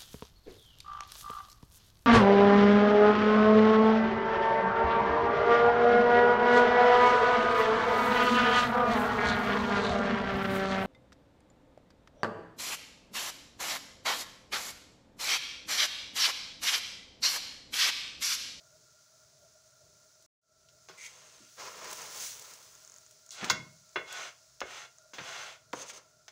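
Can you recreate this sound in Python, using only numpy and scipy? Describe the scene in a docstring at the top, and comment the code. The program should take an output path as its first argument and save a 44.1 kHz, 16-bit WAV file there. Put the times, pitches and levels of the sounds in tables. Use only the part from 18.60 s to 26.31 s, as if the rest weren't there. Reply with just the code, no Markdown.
"""A wooden spatula turns a flatbread in a non-stick pan, heard close up in a small kitchen.
The blade knocks, and it scrapes, chatters and ticks by stick-slip; knocks and friction ring the pan.
The bread flops over with a snap of crust and dull thuds, and swishes as it is pushed around.
Oil bubbles burst in a steady sizzle that flares as the bread is lifted. An appliance hums faintly.
All sound drops out briefly near 1.7 s."""
import sys
import numpy as np
from scipy import signal
from scipy.fft import rfft, irfft
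from scipy.io import wavfile
from scipy.ndimage import uniform_filter1d

SR = 44100
rng = np.random.default_rng(int(sys.argv[2]) if len(sys.argv) > 2 else 0)


def file_out(sig):
    """Save sig as 16-bit WAV at sys.argv[1]."""
    # one column per channel
    cols = np.atleast_2d(sig).T
    # limit, then scale
    lim = np.clip(cols, -1, 1)
    pcm = np.round(lim * 32767).astype(np.int16)
    wavfile.write(sys.argv[1], SR, pcm)


N = 340011
TIME_S = np.arange(N) / SR
FREQ_HZ = np.fft.rfftfreq(N, 1 / SR) + 1e-3

# Knocks and clicks in the pan: spatula blows and one snap of crust (4.707 s).
# t/s, level/dB, f_low/Hz, f_high/Hz, contact t60/s, ring re crack/dB
PAN_KNOCKS = [(2.087, -61, 3050, 7000, 0.056, -9), (2.287, -49, 350, 6000, 0.32, 3),
              (2.296, -50.5, 350, 1000, 0.031, -1), (4.707, -45, 4800, 9000, 0.014, -5),
              (4.811, -43.5, 200, 4000, 0.11, -24), (4.829, -38.5, 251, 1930, 0.29, -31),
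              (4.844, -35.5, 2000, 9050, .06, -27), (4.885, -45, 500, 4000, 0.17, -20),
              (4.8993, -23, 3800, 7300, .06, -7), (4.901, -23.5, 880, 2330, 0.028, -2),
              (5.3586, -28.5, 402, 2620, 0.13, 4.5), (6.005, -41, 1490, 8700, 0.011, -5.5),
              (6.016, -32.5, 334, 2400, .038, -5), (6.535, -45.5, 250, 6600, 0.42, 0.5),
              (6.584, -39, 200, 3000, 0.13, -9), (7.130, -42, 700, 7540, 0.05, -19),
              (7.133, -33, 334, 1270, 0.024, -13.5), (7.154, -52, 402, 1500, 0.025, -16),
              (7.299, -47, 590, 8100, 0.057, -13), (7.681, -47.5, 680, 6740, .04, -3.5)]
# Blade slides: t/s, length/s, level/dB, drift/dB, body re rub/dB
BLADE_STROKES = [(2.292, 0.5, -64.5, -1.5, -7), (2.964, .12, -46, -0.5, -9), (3.11, .22, -53, 4, -6),
                 (3.347, .29, -51.5, -1.5, -8), (3.7, 0.22, -61.5, 3.5, -7), (3.946, 0.46, -65, -10.5, -7),
                 (7.13, 0.11, -51, -3, -3), (7.271, .11, -59.5, 1, -4)]
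# Pressed edge: t/s, length/s, rasp level/dB, drift/dB, squeak re rasp/dB, squeak f/Hz
EDGE_CHATTER = [(2.37, .098, -56.5, 11.5, -1.5, 2193), (2.483, 0.42, -58, -3.5, -27, 2270),
                (7.144, 0.081, -54.5, 9.5, -2.5, 6300), (7.255, 0.048, -56.5, 12, -6, 6400),
                (7.328, 0.048, -54.5, 4, -10, 6340)]
# Lone edge slips: t/s, relative level/dB
EDGE_SLIPS = [(4.152, -43), (4.249, -43), (4.464, -47), (4.692, -42), (5.292, -52), (6.385, -45.5)]
# Pan modes: f/Hz, relative level/dB, t60/s
PAN_MODES = [(170, -17, 0.34), (385, -6.5, 0.25), (630, -10.5, 0.23), (892, -15.5, 0.09),
             (1079, -6.5, 0.15), (1240, -5, 0.1), (1400, -3.5, 0.097), (1490, 1.5, 0.16),
             (1580, -6.5, 0.21), (1837, -11.5, 0.24), (1980, -8.5, 0.23), (2139, -3, 0.23),
             (2170, -11, 0.39), (2740, -3.5, 0.11), (2850, -16, 0.11), (3160, -19, 0.15), (3410, -2, 0.15),
             (4130, 0.5, 0.082), (4258, -23, 0.13), (5230, -5, 0.24), (5250, -1, 0.13), (5800, -14, .16),
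             (6000, -2, 0.077), (6120, 6.5, 0.076), (6620, 5, .1)]
# Bread pushed over the pan: t/s, length/s, relative level/dB
BREAD_PUSHES = [(5.445, 0.26, -40), (6.02, 0.25, -44), (6.528, .44, -42)]
# Bread lands or is pressed: t/s, relative level/dB, f/Hz, t60/s
BREAD_THUDS = [(2.8, -60.5, 264, 0.27), (4.817, -40.5, 204, 0.28), (4.902, -43, 142.4, 0.65),
               (4.903, -44, 380, 0.3), (4.986, -49.5, 241, 0.24), (5.362, -39.5, 420, 0.2),
               (6.018, -39.5, 460, 0.15), (6.586, -44.5, 128, 0.17), (7.134, -52, 110, 0.21),
               (7.134, -56, 374, 0.22)]
# Large oil bubbles: t/s, relative level/dB
OIL_POPS = [(1.6236, -53), (3.2442, -41), (3.313, -35), (3.3296, -31), (3.7952, -38), (3.822, -39.5),
            (3.9367, -40), (4.5103, -48), (4.663, -47), (5.526, -34.5)]
# Oil envelopes, steady and flaring: t/s, relative level/dB
FRYING_ENVELOPE = [(0, -63.5), (1.66, -64.5), (1.9, -70), (2.3, -63), (5.5, -62), (6.6, -66), (7.7, -68)]
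FLARE_ENVELOPE = [(2.9, -71), (3.05, -59), (3.22, -63.5), (3.34, -53.5), (3.5, -56), (3.6, -48),
                  (3.69, -47.5), (3.8, -58.5), (4.1, -66), (4.62, -77)]
# Appliance air resonances and mains lines: f/Hz, width/Hz, level/dB
HUM_LINES = [(1338, 5.3, -80.5), (1403, 39, -75.5), (128.4, 22, -81.5), (58.8, 3.2, -89)]
# Brief chance rises in the level of the fluttering hum: t/s, length/s, level/dB
HUM_RISES = [(0, 0.02, -68), (0.118, 0.046, -68), (0.817, 0.048, -64.5), (0.948, 0.021, -68),
             (1.203, 0.045, -65)]
# Source spectra: f/Hz, gain/dB
BLADE_SPECTRUM = [(40, -19), (130, -9), (280, -12), (400, -1.5), (580, 0), (750, -7.5), (1020, 1.5),
                  (1500, -5.5), (2200, -7.5), (3500, -12), (6500, -9), (9000, -28), (16000, -48)]
RASP_SPECTRUM = [(800, -19), (2400, -3), (3500, -3), (5000, -3.5), (6300, 2.5), (7400, -3), (9000, -8.5),
                 (13000, -22.5), (16000, -32)]
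CRUST_SPECTRUM = [(40, -35.5), (130, -5.5), (260, -18), (400, -5), (620, 4), (800, 1), (1500, 3), (2700, 2),
                  (4500, -2.5), (6500, -3.5), (7500, -5), (8300, -13.5), (12500, -23), (16000, -38)]
FRYING_SPECTRUM = [(300, -29), (1000, -7.5), (3000, -11.5), (4200, -2.5), (5300, 1.5), (6400, 3.5),
                   (7300, -0.5), (8200, -7.5), (10000, -9), (13000, -21), (16000, -22.5)]
FLARE_SPECTRUM = [(500, -21.5), (1800, -9.5), (3000, -7.5), (4800, -4), (6300, 2), (7300, -2.5), (8200, -6),
                  (10000, -8.5), (13000, -15.5), (16000, -20.5)]
MURMUR_SPECTRUM = [(25, -23), (45, -20), (65, 0.5), (130, 8), (200, -3.5), (300, -7), (420, 0.5),
                   (520, -7.5), (850, -26), (2000, -45), (6000, -70)]


def pan_knocks(push_db=-4, tail_db=-17, tail_t60_s=0.16, edge_hz=7400, air_db=-20):
    """Spatula blows and one crust snap: push, crack, woody tail, pan ring. 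Softer contact loses treble."""
    out = np.zeros(N)
    for t_s, db, low_hz, high_hz, t60_s, ring_db in PAN_KNOCKS:
        push = unit_attack(band(decay(0.001), low_hz, high_hz, order=3))
        crack = unit_attack(band(burst(t60_s), low_hz, high_hz, order=3))
        tail = unit_attack(band(burst(tail_t60_s), low_hz, high_hz, order=3))
        ring = unit_attack(band(pan_ring(), low_hz / 2, high_hz * 1.22, order=4))
        knock = undb(push_db) * push + crack + undb(tail_db) * tail + undb(ring_db) * ring
        knock = unit_attack(band(knock, 59, edge_hz, order=6))
        hardness = min(high_hz / edge_hz, 1) ** 3
        air = hardness * unit_attack(band(burst(t60_s * 1.5), 7000, 12000, order=1))
        add(out, t_s, undb(db) * (knock + undb(air_db) * air))
    return out


def blade_scrapes(split_hz=780):
    """Wood catches and slips unevenly on the coating; bearing down brings out the low body."""
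    catches = grains(rate_hz=4000, spread_db=0.5) * undb(1.24 * wander(45))
    friction = colour(through_pan(catches, ring_db=-14.5), BLADE_SPECTRUM)
    lows = irfft(rfft(friction) / (1 + (FREQ_HZ / split_hz) ** 8), N)
    rub = unit_in_band(friction - lows, 570, 3350)
    body = unit_in_band(lows, 250, 920)
    out = np.zeros(N)
    for t_s, length_s, db, drift_db, body_db in BLADE_STROKES:
        gain = gesture(t_s, length_s, db, drift_db, attack_s=0.041, release_s=0.032)
        out += (rub + undb(body_db) * body) * gain
    return out


def edge_chatter(squeak_width_hz=300):
    """Held steeply, the edge sticks and slips: a narrow squeak inside a dry rasp."""
    catches = grains(rate_hz=3900, spread_db=1.5)
    rasp = unit(colour(through_pan(catches, ring_db=-14), RASP_SPECTRUM))
    out = np.zeros(N)
    for t_s, length_s, db, drift_db, squeak_db, hz in EDGE_CHATTER:
        squeak = unit(wander(2 * squeak_width_hz) * np.sin(2 * np.pi * hz * TIME_S))
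        gain = gesture(t_s, length_s, db, drift_db, attack_s=0.0091, release_s=0.011)
        out += (rasp + undb(squeak_db) * squeak) * gain
    return out


def edge_slips(edge_hz=6650, width_hz=1400, t60_s=0.022, smear_db=-5, wood_db=-14, gain_db=-11):
    """Slips snap the thin edge, which rings at one high pitch: singly and in one weakening run."""
    run_start_s, period_s, run_db, fall_db_per_s = 4.2765, 0.0216, -43, 9
    run = [(run_start_s + lag_s, run_db - fall_db_per_s * lag_s) for lag_s in period_s * np.arange(6)]
    out = np.zeros(N)
    for t_s, db in EDGE_SLIPS + run:
        smear = burst(t60_s) / np.sqrt(t60_s * SR / 8)
        snap = decay(0.00016) + undb(smear_db) * smear
        edge = unit_attack(resonate_twice(snap, edge_hz, width_hz))
        wood = unit_attack(band(snap, 1020, 1770))
        add(out, t_s, undb(db + gain_db) * (edge + undb(wood_db) * wood))
    return out


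def pan_ring():
    """Pan modes after one tap; each spot on the pan has its own phases."""
    return sum(undb(db) * decay(t60_s) * np.sin(2 * np.pi * (hz * TIME_S[:SR // 2] + rng.random()))
               for hz, db, t60_s in PAN_MODES)


def through_pan(friction, ring_db):
    """Friction heard directly and through the pan's modes."""
    ring = signal.fftconvolve(friction, pan_ring())[:N]
    return unit(friction) + undb(ring_db) * unit(ring)


def bread_swish(flip_s=4.705, lay_down_s=0.11, push_gain_db=-2.03):
    """Dry crust rubs at many points and rings the pan; in the flip the rim lands first, sounding thin."""
    crust = grains(rate_hz=14000, spread_db=2.2) * undb(0.62 * wander(60))
    swish = colour(through_pan(crust, ring_db=-9), CRUST_SPECTRUM)
    swish = unit_in_band(swish, 760, 4330)
    rim = unit(band(crust, 3400, 8100))
    contact = np.clip((TIME_S - flip_s) / lay_down_s, 0, 1)
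    flip = contact * swish + (1 - contact) * rim
    flip_gain = gesture(flip_s, length_s=0.19, db=-47.5, drift_db=2, attack_s=0.012, release_s=0.055)
    pushes = sum(push_gain(*push) for push in BREAD_PUSHES)
    return undb(push_gain_db) * swish * pushes + flip * flip_gain


def push_gain(start_s, length_s, db, speed_power=0.9, release_s=0.016):
    """Push speed is one smooth arch; loudness follows with a short lag."""
    progress = np.clip((TIME_S - start_s) / length_s, 0, 1)
    speed = np.maximum(np.sin(np.pi * progress), 0)
    pole = np.exp(-1 / (release_s * SR))
    return undb(db) * signal.lfilter([1 - pole], [1, -pole], speed ** speed_power + 1e-18)


def bread_thuds(band_ratio=1.374, rumble_db=-14):
    """Dough loads the pan slowly, so only the bass sounds."""
    out = np.zeros(N)
    for t_s, db, hz, t60_s in BREAD_THUDS:
        body = unit(band(rng.standard_normal(SR // 2), hz / band_ratio, hz * band_ratio, order=3))
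        rumble = unit(band(rng.standard_normal(SR // 2), 45, 170))
        envelope = decay(t60_s) - decay(0.032)
        add(out, t_s, undb(db) * (body + undb(rumble_db) * rumble) * envelope)
    return out


def oil_pops(tick_hz=6700, width_hz=1600, snap_db=-12, t60_s=0.026, gain_db=-11):
    """Large bubbles burst singly with a bright tick."""
    out = np.zeros(N)
    for t_s, db in OIL_POPS:
        crack = burst(t60_s)
        tick = resonate(crack, tick_hz, width_hz) + undb(snap_db) * band(crack, 2300, 10400)
        add(out, t_s, undb(db + gain_db) * unit_attack(tick))
    return out


def oil_sizzle(flare_gain_db=-1):
    """Tiny bubbles burst in a fine hiss, coarser and brighter where fresh oil meets the hot pan."""
    steady = unit(colour(grains(rate_hz=12000, spread_db=2), FRYING_SPECTRUM))
    steady *= undb(0.21 * wander(10)) * curve(FRYING_ENVELOPE)
    flare = colour(grains(rate_hz=5500, spread_db=1.5), FLARE_SPECTRUM)
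    flare = unit_in_band(flare, 7730, 12200)
    flare *= undb(wander(70)) * curve(FLARE_ENVELOPE)
    return steady + undb(flare_gain_db) * flare


def appliance_hum(tone_hz=626, tone_db=-73, waver_db=2, murmur_db=-77.5):
    """A fluttering tone, air resonances and mains lines over the kitchen's low murmur."""
    murmur_gain = undb(murmur_db + 2.5 * wander(6.8))
    murmur = unit(colour(rng.standard_normal(N), MURMUR_SPECTRUM))
    tone = resonate(rng.standard_normal(N), tone_hz, width_hz=50)
    tone = unit(resonate(tone, tone_hz, width_hz=95))
    rises = sum(gesture(*rise, drift_db=0, attack_s=0.01, release_s=0.013) for rise in HUM_RISES)
    tone_gain = np.hypot(undb(tone_db + waver_db * wander(14)), rises)
    out = murmur_gain * murmur + tone_gain * tone
    for hz, width_hz, db in HUM_LINES:
        out += undb(db + waver_db * wander(10)) * unit(resonate(rng.standard_normal(N), hz, width_hz))
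    return out


def kitchen_reverb(x, t60_s=0.35, wet_db=-16):
    """Close walls and worktop return a short, dull tail."""
    tail = band(burst(t60_s) * (1 - decay(0.022)), 130, 4000, order=1)
    return x + undb(wet_db) * signal.fftconvolve(x, tail / np.linalg.norm(tail))[:N]


def gesture(start_s, length_s, db, drift_db, attack_s, release_s):
    """Gain: linear attack, drifting hold, exponential release."""
    age_s = TIME_S - start_s
    attack = np.clip(age_s / attack_s, 0, 1)
    hold = undb(db + drift_db * np.clip(age_s / length_s, 0, 1))
    release = np.exp(-np.maximum(age_s - length_s, 0) / release_s)
    return attack * hold * release


def curve(points, edge_s=0.041):
    """Gain along (t/s, level/dB) points, fading to zero outside them."""
    t_s, db = np.transpose(points)
    outside_s = np.maximum(np.maximum(t_s[0] - TIME_S, TIME_S - t_s[-1]), 0)
    return undb(np.interp(TIME_S, t_s, db)) * np.maximum(1 - outside_s / edge_s, 0)


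def grains(rate_hz, spread_db):
    """Random clicks, a few larger than the rest; rms 1."""
    size = undb(spread_db * np.minimum(rng.exponential(size=N), 6))
    hits = rng.random(N) < rate_hz / SR
    return unit(hits * size * rng.choice([-1, 1], N))


def wander(rate_hz):
    """Smooth random signal, spread 1."""
    hold = int(SR / rate_hz)
    steps = np.repeat(rng.standard_normal(N // hold + 1), hold)
    return unit(uniform_filter1d(steps, hold)[:N])


def decay(t60_s):
    """Exponential decay, 0.5 s long."""
    return np.exp(-np.log(1000) * TIME_S[:SR // 2] / t60_s)


def burst(t60_s):
    """Decaying noise: modes too dense to resolve."""
    return rng.standard_normal(SR // 2) * decay(t60_s)


def colour(x, spectrum):
    """Filter by (f/Hz, gain/dB) points."""
    hz, db = np.transpose(spectrum)
    gain = undb(np.interp(np.log(FREQ_HZ), np.log(hz), db))
    return irfft(rfft(x) * gain, N)


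def band(x, low_hz, high_hz, order=2):
    """Causal band-pass."""
    high_hz = min(high_hz, 0.45 * SR)
    low_hz = min(low_hz, 0.9 * high_hz)
    return signal.sosfilt(signal.butter(order, [low_hz, high_hz], "band", fs=SR, output="sos"), x)


def resonate(x, hz, width_hz):
    """One resonance."""
    return signal.lfilter(*signal.iirpeak(hz, hz / width_hz, fs=SR), x)


def resonate_twice(x, hz, width_hz):
    """Two resonances in series, each width_hz wide."""
    return resonate(resonate(x, hz, width_hz), hz, width_hz)


def undb(db):
    """dB to gain."""
    return 10 ** (np.asarray(db) / 20)


def unit(x):
    """Scale to rms 1."""
    return x / np.std(x)


def unit_in_band(x, low_hz, high_hz):
    """Scale to rms 1 within one band."""
    return x / np.std(band(x, low_hz, high_hz, order=6))


def unit_attack(x):
    """Scale to rms 1 over the first 10 ms."""
    return x / np.sqrt(np.mean(x[:SR // 100] ** 2))


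def add(out, t_s, x):
    """Mix x in at t_s."""
    start = int(t_s * SR)
    out[start:start + len(x)] += x[:N - start]


def scene():
    """Mono mix: spatula, bread and pops with reverb; sizzle and hum dry."""
    events = pan_knocks() + bread_thuds() + blade_scrapes() + edge_chatter()
    events += bread_swish() + edge_slips() + oil_pops()
    return (kitchen_reverb(events) + oil_sizzle() + appliance_hum())[None]


def record(dry, peak_hz=15200, width_hz=1800, resonance_db=11, cutoff_hz=15700):
    """Top-treble peak, one brief dropout that fades back in, steep low-pass."""
    peaked = dry + undb(resonance_db) * resonate_twice(dry, peak_hz, width_hz)
    dropout = np.interp(TIME_S, [1.662, 1.664, 1.812, 1.86, 1.94, 2.02], [1, 0, 0, 0.25, 0.8, 1])
    lowpass = signal.ellip(10, 0.2, 70, cutoff_hz, fs=SR, output="sos")
    return signal.sosfilt(lowpass, peaked * dropout)


dry = scene()
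out = record(dry)
file_out(out)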